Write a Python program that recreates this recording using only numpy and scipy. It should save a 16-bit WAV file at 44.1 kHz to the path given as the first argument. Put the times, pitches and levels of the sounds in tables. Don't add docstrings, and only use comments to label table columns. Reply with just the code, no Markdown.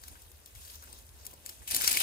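import sys
import numpy as np
from scipy import signal
from scipy.fft import rfft, irfft, next_fast_len
from scipy.io import wavfile
from scipy.ndimage import uniform_filter1d

SR = 44100
rng = np.random.default_rng(int(sys.argv[2]) if len(sys.argv) > 2 else 0)


def dump(signal):
    limited = np.clip(np.atleast_2d(signal).T, -1, 1)
    pcm = np.round(limited * 32767).astype(np.int16)
    wavfile.write(sys.argv[1], SR, pcm)


N = 89214
T = np.arange(N) / SR
LEAD_S, RIGHT_DB = 0.0004382, -5.5
SCATTER_HZ = 1800
TOP_HZ, LOW_CUT_HZ = 15600, 33.6


def amp(db):
    return 10 ** (np.asarray(db) / 20)


def unit(x):
    return x / np.sqrt(np.mean(x ** 2) + 1e-20)


def along(points, hz):
    f, v = np.transpose(points)
    return np.interp(np.log(abs(hz) + 1), np.log(f), v)


def level(points):
    return amp(np.interp(T, *np.transpose(points)))


def drift(per_s):
    knots = rng.standard_normal(2000)
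    return unit(np.interp(T * per_s + rng.random(), np.arange(len(knots)), knots))


def colour(x, tone, size=4096):
    log_gain = np.log(amp(along(tone, np.fft.fftfreq(size, 1 / SR))))
    response = np.exp(np.conj(signal.hilbert(log_gain)))
    h = np.fft.ifft(response).real[:size // 2]
    return signal.fftconvolve(x, h[None] / np.linalg.norm(h), axes=1)[:, :N]


def ring(x, hz, width):
    r = np.exp(-np.pi * width / SR)
    return signal.lfilter([1, 0, -1], [1, -2 * r * np.cos(2 * np.pi * hz / SR), r * r], x)


def add(mix, s, sound):
    part = mix[:, max(round(s * SR), 0):][:, :sound.shape[1]]
    part += sound[:, :part.shape[1]]


def ports(x, lead, right_db):
    delay = round(lead * SR)
    late = np.roll(x, delay) * (np.arange(len(x)) >= delay)
    return np.array([x, amp(right_db) * late])


def thicket(x, near_db, near_t60, far_db, far_t60):
    t = T[:SR // 3]
    near, far = rng.standard_normal((2, 2, len(t))) * (t > .0007)
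    near = near * amp(-60 * t / near_t60)
    far = far * amp(-60 * t / far_t60)
    h = (amp(near_db) * unit(near) + amp(far_db) * unit(far)) / np.sqrt(len(t))
    h = signal.lfilter(*signal.butter(1, SCATTER_HZ, "high", fs=SR), h)
    return x + signal.fftconvolve(x, h, axes=1)[:, :N]


# f/Hz, correlation [-1 to 1]
LIKENESS = [(50, 0.73), (200, 0.86), (400, 0.55), (800, 0.13), (2000, 0)]


def air(tone):
    size = next_fast_len(N, True)
    hz = np.fft.rfftfreq(size, 1 / SR)
    a, b = rfft(rng.standard_normal((2, size)))
    c = np.clip(along(LIKENESS, hz), -1, 1)
    pair = np.array([a, c * a + np.sqrt(1 - c * c) * b])
    return unit(irfft(pair * amp(along(tone, hz)), size)[:, :N])


# [per Hz, relative]
HUSH_TONE = [(30, 9.5), (120, -0.5), (250, -10.5), (500, -1.5), (1000, -9.5), (2000, -8), (4000, -28),
             (15000, -31)]


def hush():
    return amp(-63.5) * air(HUSH_TONE)


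# t/s, level/dB
RUMBLE = [(0, -60), (.025, -56), (.15, -54), (.18, -62), (.28, -55), (.31, -66), (.35, -53), (.41, -65.5),
          (.52, -62.5), (.56, -46.5), (.6, -58), (.67, -55.5), (.71, -63), (.77, -51), (.81, -57.5),
          (1.05, -56.5), (1.22, -55.5), (1.3, -60.5), (1.45, -64), (1.56, -63.5), (1.61, -51), (1.65, -64),
          (1.72, -52), (1.75, -61), (1.88, -55), (2.02, -67)]
# [per Hz, relative]
RUMBLE_TONE = [(15, -60), (25, -42), (38, -23), (54, -3.5), (78, -0.5), (100, -12.5), (130, -29.5),
               (250, -59), (1000, -82)]


def rumble():
    sway = air(RUMBLE_TONE)
    power = uniform_filter1d((sway ** 2).mean(0), size=2600)
    swell = np.sqrt(power + .05)
    return unit(sway / swell) * level(RUMBLE)


# t/s, level/dB
SCUFF = [(0, -74.5), (.09, -68), (.4, -72), (.7, -69), (.8, -70), (.88, -64), (.98, -66), (1.1, -72.5),
         (1.23, -64), (1.33, -64), (1.42, -68.5), (1.49, -61.5), (1.57, -72), (1.62, -61.5), (1.66, -77),
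         (1.72, -54), (1.78, -51.5), (1.83, -57.5), (1.95, -54), (2.02, -58)]
# [per Hz, relative]
SCUFF_TONE = [(40, -33), (90, 4), (160, 1.5), (240, 5), (450, 0), (750, -1), (1000, -0.5), (1250, -14),
              (2500, -30), (8000, -50)]


def scuff():
    lumps = amp(2.2 * drift(70))
    return air(SCUFF_TONE) * level(SCUFF) * lumps * amp(0) * np.array([[1], [-1]]) * SCUFF_SIDES


SCUFF_SIDES = amp([[1], [-1]]) * np.array([[1], [-1]])


# t/s, level/dB [before scaling by length], length/s, f/Hz [hollow pitch]
STALKS = [(.036, -51, 0.0034, 1470), (0.08, -58, 0.0053, 1460), (0.155, -56.5, 0.015, 1490),
          (.826, -54, 0.018, 1350), (.828, -67, .01, 640), (0.873, -57.5, 0.011, 1430),
          (1.33, -52.5, 0.0046, 800), (1.49, -66, 0.018, 337), (1.616, -61.5, 0.02, 1690),
          (1.676, -48, 0.022, 3200), (1.76, -41, 0.0048, 1200), (1.811, -34, 0.0021, 1620),
          (1.8738, -41, .004, 980), (1.885, -37, 0.0064, 2220), (1.942, -36, 0.013, 2430),
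          (2.001, -38.5, 0.015, 2470)]


def stalks():
    out, t = np.zeros((2, N)), T[:4096]
    for s, db, length, hz in STALKS:
        stutter = rng.random(len(t)) < 5000 / SR
        slips = rng.standard_normal(len(t)) * stutter * np.exp(-(t / length) ** 2)
        sound = unit(ring(slips, hz, width=0.24 * hz)) * np.sqrt(length / t[-1])
        add(out, s, ports(amp(db) * sound, LEAD_S, RIGHT_DB))
    return thicket(out, near_db=-5, near_t60=.04, far_db=-12, far_t60=.2)


# t/s, level/dB [of the tear, before scaling by length and colour], tearing time/s,
# first break/dB [against tear], tilt/dB [per octave], f/Hz [ring], ring/dB [against tear]
SNAPS = [(0.0157, -49.5, .0013, -12, 0, 8400, 2), (0.0368, -36, 0.00092, -6, -2.5, 4570, -5),
         (0.0801, -39.5, 0.0037, -9, -2, 10740, -6), (0.2187, -45, 0.0015, -10, 5, 8400, -2),
         (0.316, -46.5, 0.0018, -10, 1, 13500, -10), (0.4597, -35.5, 0.0009, -6.5, 0.5, 9900, -9),
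         (.4741, -49, 0.0022, -12, -5, 13600, -4), (0.5508, -44.5, 0.0032, -4, -1, 5070, -26),
         (0.557, -48, 0.0021, -12, -5, 2080, 6), (.567, -54, .0015, -3, 5, 7000, -12),
         (.6153, -46, .0015, -3, -3, 7500, -10), (.6504, -43, 0.0023, -4, 1, 4600, -7),
         (0.676, -48, 0.0076, -15, 0, 4700, -10), (0.699, -43.5, .004, -15, -2, 4600, -10),
         (0.755, -43, .0043, -16, 1, 6080, -2.5), (.824, -43.5, .003, -10, -2, 6100, -11),
         (0.839, -42, 0.0011, -3, 6, 12200, -2), (.9287, -39.5, .001, -5, -1.5, 8530, 6.5),
         (0.9873, -48, .0015, -2, 0, 10900, 1.5), (1.066, -50, 0.0018, -12, 2, 8300, -7),
         (1.091, -44, .0012, -10, -2.5, 11200, -10), (1.25, -39.5, 0.0015, -8, -5, 8850, -11),
         (1.2536, -37, 0.0013, -11, 0, 10800, -1.5), (1.2659, -34.5, 0.0021, 3.5, 1.5, 7160, -8),
         (1.3114, -45.5, 0.0029, -14, 3, 10700, -8), (1.332, -46, .0014, -12, 2, 9000, -11),
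         (1.338, -41.5, 0.00083, -4, 3, 8300, 4.5), (1.4555, -48, 0.0039, -12, 2, 7600, 2),
         (1.4621, -27, 0.00062, -6, -1, 7800, -2), (1.4655, -44, 0.0011, -6, 1, 11000, -10),
         (1.4703, -42, .002, -11, -3, 10400, 2), (1.483, -45, .0012, -10, -2, 11000, -9),
         (1.4919, -33, 0.0032, -10, -1.2, 5100, -8), (1.496, -37.5, 0.0018, -4, -3.5, 9700, -9),
         (1.503, -52, .0015, -6, 0, 5000, 0), (1.6758, -34, 0.0054, -13, 2, 7930, -4.5),
         (1.7099, -23, 0.0039, -11, 0.5, 10800, -8.5), (1.7195, -23, 0.001, -8, -3, 9400, -6),
         (1.747, -13.5, 0.00091, -10, 0, 4500, -3.5), (1.758, -26.5, 0.0033, -16, 0, 9640, -5),
         (1.764, -15.5, 0.0024, -8, -2, 9320, -7), (1.772, -30, .001, -5, -1, 4500, -8),
         (1.804, -25, 0.00091, -3, -5, 8500, -12), (1.812, -21.5, 0.0018, -8, -2, 10000, -11),
         (1.819, -20.5, 0.00034, 6.5, -0.5, 9800, -12), (1.8392, -30, 0.0022, -12, -1, 12900, 3),
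         (1.844, -17.5, .0019, -14, -2, 5200, -15), (1.866, -33, 0.0011, 0, 3, 7000, -12),
         (1.8769, -9, .0015, -8, -1.7, 6320, -6.5), (1.8794, -22, 0.0022, -12, -1, 2700, 5.5),
         (1.9118, -22, 0.0014, -14, 1.5, 9660, 0.5), (1.915, -20, 0.0036, -8, -0.5, 8000, -2),
         (1.9283, -20.5, .0012, -5, 6, 8500, -1), (1.948, -23, 0.0013, -11, 4, 2400, 2),
         (1.9661, -25, 0.0032, -15, -0.5, 5300, -7), (1.9717, -17, 0.0028, -11, -2, 2350, 6),
         (2.003, -20.5, 0.0024, -2, 6, 2670, -7), (2.0062, -22, 0.0039, -11, -6.5, 8000, -8)]
# [per Hz, relative]
SNAP_TONE = [(100, -10.5), (600, -17.5), (1800, -9), (2800, -8), (4200, -1), (7000, -0.5), (11000, -1.5),
             (15500, 5.5)]
# t/s, level/dB
SCATTER_SEND = [(0, 3), (1.3, -2), (1.5, -2), (1.75, -2.5)]


def snaps():
    out, t = np.zeros((2, N)), T[:2048]
    for s, db, length, break_db, tilt_db, hz, ring_db in SNAPS:
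        first = rng.choice([-1, 1], len(t)) * np.exp(-t / 0.00013)
        onset = 1 - np.exp(-t / (0.25 * length))
        tear = rng.standard_normal(len(t)) * onset * np.exp(-(t / length) ** 2)
        z = rfft(unit(tear) + amp(break_db) * unit(first))
        crack = irfft(z / np.sqrt(abs(z))) * (t < 4 * length)
        sparse = rng.random(len(t)) < .04
        crumbs = rng.standard_normal(len(t)) * sparse * np.exp(-t / (3 * length))
        tilt = [(f, tilt_db * np.log2(f / 7000)) for f in (1500, TOP_HZ)]
        crack = colour((unit(crack) + amp(-11) * unit(crumbs))[None], tilt)[0, :len(t)]
        blade = np.sin(2 * np.pi * hz * t) * np.exp(-t / (.45 * length))
        sound = unit(crack) * np.hypot(1, amp(break_db)) + amp(ring_db) * unit(blade)
        add(out, s, ports(sound * amp(db) * np.sqrt(length / t[-1]), LEAD_S, RIGHT_DB))
    out = colour(out, SNAP_TONE)
    sent = out * level(SCATTER_SEND)
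    return out - sent + thicket(sent, near_db=-2.5, near_t60=0.023, far_db=-4.5, far_t60=0.027)


def rustle(curve, tone, per_s, spread_db, clump_db, patchy_db, wander_db, width, right_db, near_db, count=120):
    out = np.zeros((2, N))
    wander_a, wander_b = drift(22), drift(22)
    for hz in np.linspace(np.sqrt(800), np.sqrt(16000), count) ** 2:
        when, chance, side = rng.random((3, 600))
        at = (when * N).astype(int)
        turn = np.pi * np.log2(hz)
        patches = np.interp(when, np.linspace(0, 1, 45), rng.standard_normal(45))
        favour = wander_a[at] * np.cos(turn) + wander_b[at] * np.sin(turn)
        activity_db = patchy_db * patches + wander_db * favour
        size_db = spread_db * np.minimum(rng.exponential(1, len(when)), 3.2) + activity_db
        happens = chance < per_s * T[-1] / count / len(when)
        clicks = np.bincount(at, amp(size_db) * np.sign(side - .5) * happens, N)
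        leaf = unit(ring(clicks, hz, width * np.sqrt(hz))) * np.sqrt(np.sqrt(hz))
        lead = LEAD_S + .00005 * rng.standard_normal()
        out += ports(leaf, lead, right_db)
    out *= amp(clump_db * drift(600))
    spray = thicket(colour(out, tone), near_db=near_db, near_t60=0.034, far_db=-6.0, far_t60=0.096)
    return unit(spray) * level(curve)


# t/s, level/dB
BRUSH = [(0, -56.5), (.04, -55), (.1, -52.5), (.14, -56.5), (.3, -59.5), (.44, -60.5), (.475, -57.5),
         (.54, -59), (.56, -54.5), (.66, -50), (.755, -50), (.79, -55), (.89, -54), (.99, -54.5),
         (1.04, -60), (1.13, -60.5), (1.2, -55.5), (1.31, -55), (1.36, -59.5), (1.44, -58), (1.5, -49.5),
         (1.58, -56.5), (1.66, -54.5)]
# [per Hz, relative]
BRUSH_TONE = [(100, -45), (600, -6.5), (1200, -2), (1550, -5.5), (2100, -6), (3000, -0.5), (4200, -1),
              (5500, -2), (8500, 0.5), (12000, -1.5), (15500, -2)]


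def light_brushing():
    return rustle(BRUSH, BRUSH_TONE, per_s=7000, spread_db=2.5, clump_db=0.15, patchy_db=2.0,
                  wander_db=1.5, width=12.4, right_db=-1.3, near_db=-4.0)


# t/s, level/dB
PUSH = [(1.664, -83), (1.671, -52), (1.678, -39.5), (1.703, -38), (1.716, -32.5), (1.79, -34.5),
        (1.83, -31), (1.862, -30.5), (1.885, -28), (1.905, -29.5), (1.935, -30), (1.96, -29.5), (1.99, -33),
        (2.008, -27.5)]
# [per Hz, relative]
PUSH_TONE = [(60, -13), (200, 1), (550, 0.5), (1000, -5.5), (1300, -7.5), (1900, -7.5), (2500, -1.5),
             (3400, -3), (4300, -2.5), (6500, -3), (9600, -1), (11000, -2), (15500, -15)]


def hard_push():
    return rustle(PUSH, PUSH_TONE, per_s=12000, spread_db=3.0, clump_db=1.5, patchy_db=4.5,
                  wander_db=1.3, width=8.1, right_db=-1.5, near_db=-3.0)


def scene():
    background = hush() + rumble() + scuff()
    return background + stalks() + snaps() + light_brushing() + hard_push()


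def record(dry):
    low_cut = signal.butter(4, LOW_CUT_HZ, "high", fs=SR, output="sos")
    band_limit = signal.firwin(201, TOP_HZ, window=("kaiser", 9), fs=SR)
    return signal.oaconvolve(signal.sosfilt(low_cut, dry), band_limit[None], "same")


dry = scene()
out = record(dry)
dump(out)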